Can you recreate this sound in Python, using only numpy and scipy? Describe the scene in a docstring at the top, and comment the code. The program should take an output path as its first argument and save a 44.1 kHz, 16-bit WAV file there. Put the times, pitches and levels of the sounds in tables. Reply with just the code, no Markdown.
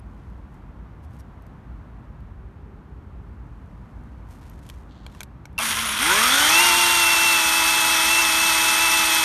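"""A garden, one microphone close to a sawn log; outdoor air, low rumble and a faint drone far off.
A hand brushes the bark, then lifts a small cordless chainsaw: the casing scrapes, grip and trigger click.
The motor chirps, crawls with the slack chain jingling, spins up, and the chain bites into the wood.
Gear and motor tones glide through the fixed resonances of casing and bar, over the clatter of the chain,
and a few chips strike the guard."""
import sys
import numpy as np
from scipy import signal
from scipy.fft import rfft, irfft
from scipy.io import wavfile

SR = 44100
rng = np.random.default_rng(int(sys.argv[2]) if len(sys.argv) > 2 else 0)


def inscribe(sig):
    """Save sig as 16-bit PCM at rate SR to the path in sys.argv[1].

    A 1-D sig is mono; a 2-D sig holds one channel per row.
    Samples are clipped to [-1, 1] before scaling.
    """
    pcm = np.round(np.clip(np.atleast_2d(sig).T, -1, 1) * 32767)
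    wavfile.write(sys.argv[1], SR, pcm.astype(np.int16))


N = 407484
TIME = np.arange(N) / SR
FREQS = np.fft.rfftfreq(N, 1 / SR)
START_S, RAMP_S, FULL_S = 5.5795, 5.986, 6.645  # the motor starts, begins to rev, is up to speed
WHINE_ORDER = 8  # cycles of motor whine per shaft turn


def amp(db):
    """Decibels to gain."""
    return 10 ** (np.asarray(db) / 20)


def unit(x):
    """Scales to rms 1."""
    return x / np.sqrt(np.mean(x ** 2) + 1e-20)


def curve(rows):
    """A table of (t/s, value), sample by sample."""
    return np.interp(TIME, *np.transpose(rows))


def since(s):
    """Seconds elapsed since s, zero before it."""
    return np.maximum(TIME - s, 0)


def spectrum_db(points, hz):
    """Reads a table of (f/Hz, level/dB) on a log-frequency axis."""
    f, db = np.transpose(points)
    return np.interp(np.log(hz + 1), np.log(f), db)


def lifts(peaks, hz):
    """Bell-shaped peaks and notches, in dB."""
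    return sum(db * np.exp(-2 * ((hz - f) / width) ** 2) for f, width, db in peaks)


def bells(modes):
    """Gain of a few broad modes, nothing between them."""
    return sum(amp(db) * np.exp(-((FREQS - hz) / width) ** 2) for hz, width, db in modes)


def colour(x, gain):
    """Filters by a gain for each frequency."""
    return irfft(rfft(x) * gain, N)


def noise(gain):
    """Noise of rms 1, shaped by a gain for each frequency."""
    return unit(colour(rng.standard_normal(N), gain))


def wander(rate_hz):
    """Smooth random motion of rms 1."""
    return noise(np.exp(-(FREQS / rate_hz) ** 2))


def crackle(per_s, spread_db):
    """Sparse tiny slips of very uneven size, rms 1."""
    sizes = amp(spread_db * np.minimum(rng.exponential(1, N), 4)) * rng.choice([-1, 1], N)
    return unit(sizes * (rng.random(N) < per_s / SR))


def add(mix, s, sound):
    """Mixes a sound in at time s."""
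    part = mix[round(s * SR):][:len(sound)]
    part += sound[:len(part)]


# Distant outdoor air and the rumble under it: f/Hz, level/dB
AIR_SPECTRUM = [(25, -34), (100, -10.5), (220, -2), (300, -6), (420, -13), (650, -15.5), (950, -13),
                (1400, -18), (2000, -25.5), (3000, -34), (5000, -43.5), (9000, -49.5), (14500, -52)]
RUMBLE_SPECTRUM = [(15, -60), (30, -27), (42, -9.5), (54, -0.5), (70, -3.5), (90, -8.5), (130, -11.5),
                   (200, -17.5), (300, -33.5), (1000, -90)]
def garden(air_db=-50.2, swell_db=.6, rumble_db=-40.2, drop_db=8, ease_s=6.45, ease_length_s=2.0):
    """A distant wash all round the microphone, over a low rumble; the low background drops in the second half."""
    air = amp(air_db + swell_db * wander(0.73)) * noise(amp(spectrum_db(AIR_SPECTRUM, FREQS)))
    eased = .5 * (1 + np.tanh((TIME - ease_s) / ease_length_s))
    rumble = amp(rumble_db - drop_db * eased) * noise(amp(spectrum_db(RUMBLE_SPECTRUM, FREQS)))
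    return air + rumble


# Dry contact close up, shared by rubs, snaps and link ticks: f/Hz, level/dB
CONTACT_SPECTRUM = [(700, -24), (2000, 7.5), (4300, 4), (6500, 4.5), (9000, 2.5), (12000, 1.5), (14500, -5)]
# Strokes of hand and sleeve: middle t/s, half length/s, level/dB, tilt/(dB per octave)
HAND_STROKES = [(.2, .22, -74, -4), (.55, .04, -77, 0), (1.045, 0.016, -69, 2), (1.152, .05, -68, 0),
                (1.2, 0.01, -63, 3), (4.05, 0.81, -76.5, -2), (4.328, 0.04, -62, 1),
                (4.46, 0.085, -65.5, -2), (4.7, 0.13, -65, -1.5), (5.16, 0.06, -62.5, -2)]
def rubbing(gain_db=1, slips_per_s=1300, pivot_hz=7000):
    """Skin on bark and sleeve on casing, close by: each stroke is a faint crackle of tiny slips."""
    slips, out = crackle(slips_per_s, spread_db=3.6), np.zeros(N)
    for s, length, db, tilt in HAND_STROKES:
        tone = amp(spectrum_db(CONTACT_SPECTRUM, FREQS) + tilt * np.log2((FREQS + 1) / pivot_hz))
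        out += amp(db) * np.exp(-((TIME - s) / length) ** 2) * unit(colour(slips, tone))
    return amp(gain_db) * out


def add_snap(mix, s, db, hz, width_hz, lift_db, crack_db=2, rattle_db=-8, rise_s=0.00032):
    """One dry snap: a sharp crack and a short rattle, coloured by the small part that gives way."""
    t = np.arange(0, .08, 1 / SR)
    decay = amp(-60 * t / 0.01) + amp(-15 - 60 * t / 0.044)  # quick fall, then a faint tail
    envelope = amp(rattle_db) * (1 - np.exp(-t / rise_s)) * decay
    force = envelope * rng.standard_normal(len(t))
    force[envelope.argmax()] += amp(crack_db)
    f = np.fft.rfftfreq(len(t), 1 / SR)
    tone = amp(db + spectrum_db(CONTACT_SPECTRUM, f) + lifts([(hz, width_hz, lift_db)], f))
    lead = len(t) // 16  # room for the filter to ring ahead of the crack
    add(mix, s - lead / SR, irfft(rfft(np.roll(force, lead)) * tone, len(t)))


# Dry ticks of bark and sleeve, close by: t/s, level/dB, f/Hz
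BARK_TICKS = [(.3, -58, 4000), (.378, -59, 2000), (0.5424, -55, 7500), (1.047, -54, 5600),
              (1.1975, -48, 5600), (1.2054, -47, 5700), (1.4224, -54, 11800), (1.4661, -51, 11800),
              (2.2044, -57, 4600), (4.0364, -57, 6500), (4.498, -45, 11900), (4.591, -49, 4300),
              (4.6653, -42, 7000), (4.6904, -36, 3200), (5.529, -55, 11000)]
def bark_ticks(top_hz=12500, top_width_hz=2500, top_db=4):
    """Bark and sleeve tick: each small dry flake rings at its own pitch and is bright on top."""
    out = np.zeros(N)
    for s, db, hz in BARK_TICKS:
        add_snap(out, s, db, hz, width_hz=450, lift_db=12)
    return colour(out, amp(lifts([(top_hz, top_width_hz, top_db)], FREQS)))


def drone(db=-58.5, middle_s=2.75, half_length_s=0.62, hz=395, width_hz=45):
    """Far off, a faint narrow band of noise swells and fades."""
    swell = np.exp(-((TIME - middle_s) / half_length_s) ** 2)
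    return amp(db) * swell * noise(bells([(hz, width_hz, 0)]))


# Modes of the plastic grip: f/Hz, level/dB, t60/s
GRIP_MODES = [(640, -21, 0.05), (950, -6.5, 0.024), (1500, -0.5, 0.016), (2230, -1, 0.019),
              (3100, 0, 0.011), (3920, -6, 0.013), (6500, -13, .008)]
# Knocks on the grip, close by: t/s, snap level/dB, ring level/dB, pitch factor,
# low-mode lift/dB, high-mode lift/dB, snap f/Hz, snap lift/dB
GRIP_KNOCKS = [(4.699, -28.5, -46, 1.07, 9, 7, 3300, 8), (5.065, -36, -39, 1.05, 7, 7, 7050, 8),
               (5.149, -45, -45, 1.2, 10, -8, 3800, 4), (5.206, -23, -31, 1.06, -2, -2, 6500, 6),
               (5.214, -38.5, -34, 1.01, -12, -8, 2150, 13), (5.232, -25, -40, 1, 0, -7, 11500, 7),
               (5.455, -36, -36, 1, 2, -12, 5750, 11)]
def knocks(low_below_hz=1200, high_above_hz=2600):
    """Hand and trigger knock on the grip: each knock snaps and rings the plastic."""
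    t, out = np.arange(0, .08, 1 / SR), np.zeros(N)
    for s, snap_db, ring_db, pitch, low_db, high_db, snap_hz, lift_db in GRIP_KNOCKS:
        add_snap(out, s, snap_db, snap_hz, width_hz=800, lift_db=lift_db)
        for hz, db, t60 in GRIP_MODES:
            level = ring_db + db + low_db * (hz < low_below_hz) + high_db * (hz > high_above_hz)
            add(out, s, amp(level - 60 * t / t60) * np.sin(2 * np.pi * hz * pitch * t))
    return out


# The casing scraping along as the saw is lifted: t/s, level/dB
SCRAPE_LEVEL = [(4.87, -85), (4.91, -64), (5.0, -63.5), (5.1, -68), (5.2, -65), (5.26, -85)]
# Resonances of the scraped casing: f/Hz, width/Hz, level/dB
SCRAPE_BANDS = [(3300, 650, 0), (4300, 500, -5), (6000, 2400, -11)]
def scrape(slips_per_s=1200):
    """Quick slips ring the plastic casing as the saw is dragged up."""
    sliding = (TIME > SCRAPE_LEVEL[0][0]) & (TIME < SCRAPE_LEVEL[-1][0])
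    slips = crackle(slips_per_s, spread_db=3)
    return sliding * amp(curve(SCRAPE_LEVEL)) * unit(colour(slips, bells(SCRAPE_BANDS)))


def chirp(hz=2700, db=-20, length_s=0.014):
    """The drive chirps in the motor windings at the start."""
    t, out = np.arange(0, length_s, 1 / SR), np.zeros(N)
    add(out, START_S, amp(db) * signal.windows.tukey(len(t), .15) * np.sin(2 * np.pi * hz * t))
    return out


# Pitch of the motor whine as the wood loads it: t/s, f/Hz
LOADED_WHINE = [(6.645, 2833), (6.71, 2723), (6.79, 2778), (6.83, 2715), (6.86, 2778), (6.88, 2738),
                (7.0, 2744), (7.04, 2682), (7.12, 2700), (7.16, 2663), (7.24, 2703), (7.37, 2652),
                (7.39, 2626), (7.54, 2607), (7.6, 2636), (7.65, 2592), (7.68, 2624), (7.73, 2623),
                (8.05, 2594), (8.08, 2638), (8.22, 2668), (8.27, 2595), (8.4, 2604), (8.47, 2653),
                (8.51, 2600), (8.65, 2595), (8.69, 2634), (8.78, 2607), (8.82, 2647), (8.89, 2619),
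                (8.93, 2645), (9.14, 2580), (9.2, 2606), (9.23, 2570)]
def shaft(bite, crawl_hz=108, ramp_hz2_per_s=171000, sag=.003, flutter=.0028, stumble=.045):
    """Turns per second: a stumbling crawl, then a ramp until the load holds it, sagging as teeth bite."""
    ramp = np.sqrt(crawl_hz ** 2 + ramp_hz2_per_s * since(RAMP_S))  # constant power
    speed = np.minimum(ramp, curve(LOADED_WHINE) / WHINE_ORDER)
    unsteady = np.where(TIME < RAMP_S, stumble, flutter)
    return speed * (1 - sag * bite + unsteady * wander(44.6))


def push(release_s, attack_s=0.0047):
    """Extra drive, 0 to 1: on through the ramp, fading once the motor is up to speed."""
    return (1 - np.exp(-since(RAMP_S) / attack_s)) * np.exp(-since(FULL_S) / release_s)


def octaves(speed):
    """Shaft speed in octaves above its usual speed in the cut."""
    return np.log2(speed * WHINE_ORDER / np.median(np.array(LOADED_WHINE)[:, 1]))


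def chain_levels(speed, jerk_db=3.5, jerk_delay_s=0.1, jerk_length_s=0.085):
    """Base clatter and hiss in dB: both grow with speed and push; the starting jerk adds brief hiss."""
    octave, drive = octaves(speed), push(release_s=0.26)
    jerk = jerk_db * np.exp(-((TIME - START_S - jerk_delay_s) / jerk_length_s) ** 2)
    clatter = -30 + 2.5 * octave + 3.5 * drive
    hiss = -22.5 + 6 * octave + 2 * drive + jerk
    return clatter, hiss


# Broad colour of the saw at close range: f/Hz, level/dB
SAW_SPECTRUM = [(60, -36), (130, -27), (215, -12), (300, -15), (480, -15), (720, -13.5), (900, -4),
                (1150, -4), (2400, -3), (2900, -5.5), (4200, -5), (7500, -10.5), (10500, -12), (14000, -14)]
# Resonances and dips of casing and bar: f/Hz, width/Hz, lift/dB
CASING_MODES = [(974, 150, 1.5), (1140, 130, 0), (1360, 257, 5.5), (2056, 240, 3.5), (2960, 82, -2.5),
                (3160, 240, 3.5), (3380, 410, 6.5), (3840, 220, 2.5), (4650, 160, 1.5), (5350, 90, -1),
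                (5680, 780, 6), (6730, 1030, 3.5), (9030, 1370, 8.5), (11500, 900, 4.5), (12960, 540, 5)]
def casing(hz):
    """Gain with which the saw radiates each frequency."""
    return amp(spectrum_db(SAW_SPECTRUM, hz) + lifts(CASING_MODES, hz))


def small_modes(ripple_db=1.3, spacing_hz=45):
    """The crowd of small modes in bar and casing ripples the spectrum, less so in the bass."""
    hz = np.arange(0, SR / 2, spacing_hz)
    ripple = np.interp(FREQS, hz, rng.standard_normal(len(hz)))
    return amp(ripple_db * ripple * np.minimum(FREQS / 3000, 1))


def chain(speed, turns, link_order=0.47, body_db=7, edge_db=-0.67, thrum_hz=950, split_hz=3700):
    """Links slap the sprocket and teeth chip the wood: dense uneven impacts ring the casing."""
    clatter, hiss = chain_levels(speed)
    slowness = 1 - speed / speed.max()
    links = 1 + 0.032 * np.cos(2 * np.pi * link_order * turns)
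    loose = amp(2.5 * slowness * wander(200))
    impacts = rng.standard_normal(N) * links * loose * amp(0.4 * wander(600))
    ringing = casing(FREQS) * small_modes()
    low = 1 / (1 + (FREQS / split_hz) ** 8)
    body = unit(colour(impacts, ringing * low))
    thrum = colour(body, np.exp(-(FREQS / thrum_hz) ** 10))
    body -= .5 * slowness * thrum  # a slow chain hardly shakes the low modes
    edge = unit(colour(impacts, ringing * (1 - low)))
    rasp = amp(0.73 * wander(110))  # cutters scrape unevenly
    return amp(clatter + body_db) * body + amp(hiss + edge_db) * rasp * edge


# Upper resonances of the bar: f/Hz, width/Hz, level/dB
BAR_MODES = [(5730, 650, 0.5), (6700, 500, -4.5), (8660, 500, -2.5), (9430, 660, -1), (12100, 600, -4),
             (13900, 450, -8.5)]
def bar_rasp(speed, gain_db=-14.5, flutter_db=3.5, flutter_hz=45):
    """Cutters scrape the bar in uneven bursts, each of its resonances fluttering on its own."""
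    _, hiss = chain_levels(speed)
    scraping, out = rng.standard_normal(N), np.zeros(N)
    for hz, width, db in BAR_MODES:
        band = unit(colour(scraping, bells([(hz, width, 0)])))
        out += amp(db + flutter_db * wander(flutter_hz)) * band
    return amp(hiss + gain_db) * out


# Ring of the slack chain on the bar: f/Hz, width/Hz, level/dB
JINGLE_MODES = [(680, 140, -8.5), (1074, 116, 3), (1500, 160, 1), (2570, 280, -4.5), (2970, 220, -3),
                (6840, 260, -7), (9300, 120, -12), (10420, 520, 2), (12200, 550, -12)]
def jingle(db=-30, taut_s=6.0, fade_s=0.089, grain_db=3, grain_hz=200):
    """Loose links tap the bar until speed pulls the chain taut."""
    taps = rng.standard_normal(N) * amp(grain_db * wander(grain_hz))
    slack = .5 * (1 - np.tanh((TIME - taut_s) / fade_s))
    return amp(db) * slack * unit(colour(taps, bells(JINGLE_MODES)))


def rattle(gain_db=-23, ticks_per_s=90, spread_db=3, t60=0.0027, settle_s=0.5):
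    """Single slack links tick against the bar, ever more softly as the chain settles."""
    t = np.arange(0, .02, 1 / SR)
    hits = (rng.random(N) < ticks_per_s / SR) * amp(spread_db * np.clip(rng.standard_normal(N), -2, 2))
    ticks = signal.oaconvolve(hits, amp(-60 * t / t60))[:N] * rng.standard_normal(N)
    settling = np.exp(-since(START_S) / settle_s)
    return amp(gain_db) * settling * colour(ticks, amp(spectrum_db(CONTACT_SPECTRUM, FREQS)))


# Shaft, gear and sprocket tones before the casing colours them:
# multiple of shaft speed, level/dB, growth/(dB per doubling of speed)
GEAR_TONES = [(1.003, 5, 5.5), (1.998, 1.5, 3), (2.605, 2.5, 11), (2.986, -4, 2), (3.973, -9, -0.5),
              (5.2, -17, -1), (5.95, -6.5, 1), (7.4, -12, 7), (7.73, -18, 22), (10.36, -8, 8),
              (13.03, -6, 9), (15.75, -20, 11), (23.9, -11, 1)]
def gears(speed, turns, gain_db=3.5, rough_db=1.0, rough_hz=55, backlash_turns=0.015):
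    """Most tones grow with speed; each swells as it glides through a resonance, rough with backlash."""
    clatter, _ = chain_levels(speed)
    out, octave = np.zeros(N), octaves(speed)
    for multiple, db, growth in GEAR_TONES:
        phase = multiple * (turns + backlash_turns * wander(rough_hz))
        level = db + growth * octave + rough_db * wander(rough_hz)
        out += amp(level) * casing(multiple * speed) * np.sin(2 * np.pi * phase)
    return out * amp(clatter + gain_db)


# Housing modes, each shaken by one tone:
# multiple of shaft speed, f/Hz, half width/Hz, peak level/dB, backlash/turns
HOWL_MODES = [(2, 257, 57, -40.5, 0.026), (2, 363, 78, -32, 0.011), (3, 604, 76, -36.5, .012),
              (5.2, 1000, 160, -25, 0.022), (5.2, 1240, 190, -24.5, 0.034), (5.2, 1500, 114, -24.5, 0.032),
              (8, 1440, 84, -15.5, 0.017), (8, 1690, 130, -24, .015), (13, 3460, 180, -19, .03),
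              (10.4, 3150, 170, -23.5, .032)]
def howl(speed, turns, backlash_hz=80):
    """Gear mesh and motor poles shake the housing as they sweep past its modes; backlash smears them."""
    out = np.zeros(N)
    for multiple, hz, width, db, backlash in HOWL_MODES:
        phase = multiple * (turns + backlash * wander(backlash_hz))
        resonance = np.exp(-((multiple * speed - hz) / width) ** 2)
        out += amp(db) * resonance * np.sin(2 * np.pi * phase)
    return out


# The slack chain slapping the bar as it gathers speed: t/s, level/dB
CHAIN_SLAPS = [(5.58, -25), (5.5889, -14.5), (5.6245, -20), (5.6354, -17), (5.6655, -21), (5.6954, -21),
               (5.7934, -17), (5.8944, -27), (6.0214, -24), (6.1394, -18), (6.1934, -16), (6.2734, -16)]
def slaps(t60=0.006):
    """Each slap of the chain is a short burst that rings casing and bar."""
    t, force = np.arange(0, .03, 1 / SR), np.zeros(N)
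    for s, db in CHAIN_SLAPS:
        add(force, s, amp(db - 60 * t / t60))
    ringing = unit(casing(FREQS) * np.sqrt(FREQS))
    return colour(force * rng.standard_normal(N), ringing)


# Snatches at the start and at the rev: t/s, level/dB, release/s, tilt/(dB per octave)
CHAIN_SNATCHES = [(5.581, -26, 0.068, -2.5), (6.003, -24, 0.4, 2.5)]
# Rasp of the snatched links along the bar: f/Hz, width/Hz, level/dB
SNATCH_BANDS = [(650, 140, -11), (1250, 490, 5.5), (2520, 460, 5), (5830, 900, -9.5), (9100, 1200, -3),
                (11800, 1400, -12)]
def snatches(attack_s=0.0071, grain_db=2.5, grain_hz=250, pivot_hz=3000):
    """The drive snatches the loose chain and the links rasp; the rasp dies as the chain tightens."""
    out = np.zeros(N)
    for s, db, release_s, tilt in CHAIN_SNATCHES:
        envelope = (1 - np.exp(-since(s) / attack_s)) * np.exp(-since(s) / release_s)
        links = rng.standard_normal(N) * amp(grain_db * wander(grain_hz))
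        tone = bells(SNATCH_BANDS) * amp(tilt * np.log2((FREQS + 1) / pivot_hz))
        out += amp(db) * envelope * unit(colour(links, tone))
    return out


# Narrow modes of the motor shell that the whine slides across: f/Hz, width/Hz, lift/dB
SHELL_MODES = [(2681, 71, 5.5), (3060, 50, 3)]
def whine(speed, turns, bite, db=-23, onset_hz=2540, onset_width_hz=45, push_db=4.5, choke_db=0.5):
    """The motor's pole tone sings near full speed, loudest under push; it chokes as teeth bite."""
    hz = WHINE_ORDER * speed
    swell = .5 * (1 + np.tanh((hz - onset_hz) / onset_width_hz))
    level = db + push_db * push(release_s=0.025) + lifts(SHELL_MODES, hz) - choke_db * bite
    rough_db, judder_rad = 0.5 * wander(90), .27 * wander(80)
    return swell * amp(level + rough_db) * np.sin(2 * np.pi * WHINE_ORDER * turns + judder_rad)


def saw(bites_per_s=11.3, scatter_cycles=0.304, take_up_s=0.019):
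    """The saw running close to the microphone: one shaft drives chain, gears and whine."""
    # the cut grabs and frees the chain several times a second
    bite = np.sqrt(2) * np.sin(2 * np.pi * (bites_per_s * TIME + scatter_cycles * wander(4.99)))
    speed = shaft(bite)
    turns = np.cumsum(speed * (TIME > START_S)) / SR
    running = 1 - np.exp(-since(START_S) / take_up_s)  # the chain takes up its slack
    links = chain(speed, turns) + bar_rasp(speed) + jingle() + rattle()
    tones = gears(speed, turns) + howl(speed, turns) + whine(speed, turns, bite)
    return running * (links + tones)


# Wood chips torn from the cut: t/s, level/dB, f/Hz, t60/s
WOOD_CHIPS = [(7.0, -24, 6500, .03), (8.4959, -18.5, 6190, 0.038), (8.6589, -23, 9000, 0.021),
              (8.9936, -22, 6000, 0.019), (9.148, -14, 11800, .012)]
def chips(width_hz=2500):
    """Each chip is a short bright crack against the guard."""
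    t = np.arange(0, .05, 1 / SR)
    f, out = np.fft.rfftfreq(len(t), 1 / SR), np.zeros(N)
    for s, db, hz, t60 in WOOD_CHIPS:
        band = np.exp(-((f - hz) / width_hz) ** 2)
        burst = irfft(rfft(rng.standard_normal(len(t))) * band, len(t))
        add(out, s, amp(db - 60 * t / t60) * unit(burst))
    return out


def scene():
    """Distant garden, near hand and saw, all at one microphone in the open air."""
    distant = drone() + garden()
    hand = rubbing() + scrape() + bark_ticks() + knocks()
    return (distant + hand + chirp() + saw() + slaps() + snatches() + chips())[None]


# Notches of the microphone port: f/Hz, width/Hz, lift/dB
PORT_NOTCHES = [(4980, 190, -2), (7500, 490, -1.5), (10300, 290, -3)]
def record(dry, edge_hz=14140):
    """The microphone port's notches, then the recorder's band limit."""
    heard = colour(dry, amp(lifts(PORT_NOTCHES, FREQS)))
    lowpass = signal.firwin(511, edge_hz, window=("kaiser", 9), fs=SR)
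    return signal.oaconvolve(heard, lowpass[None], "same")


dry = scene()
out = record(dry)
inscribe(out)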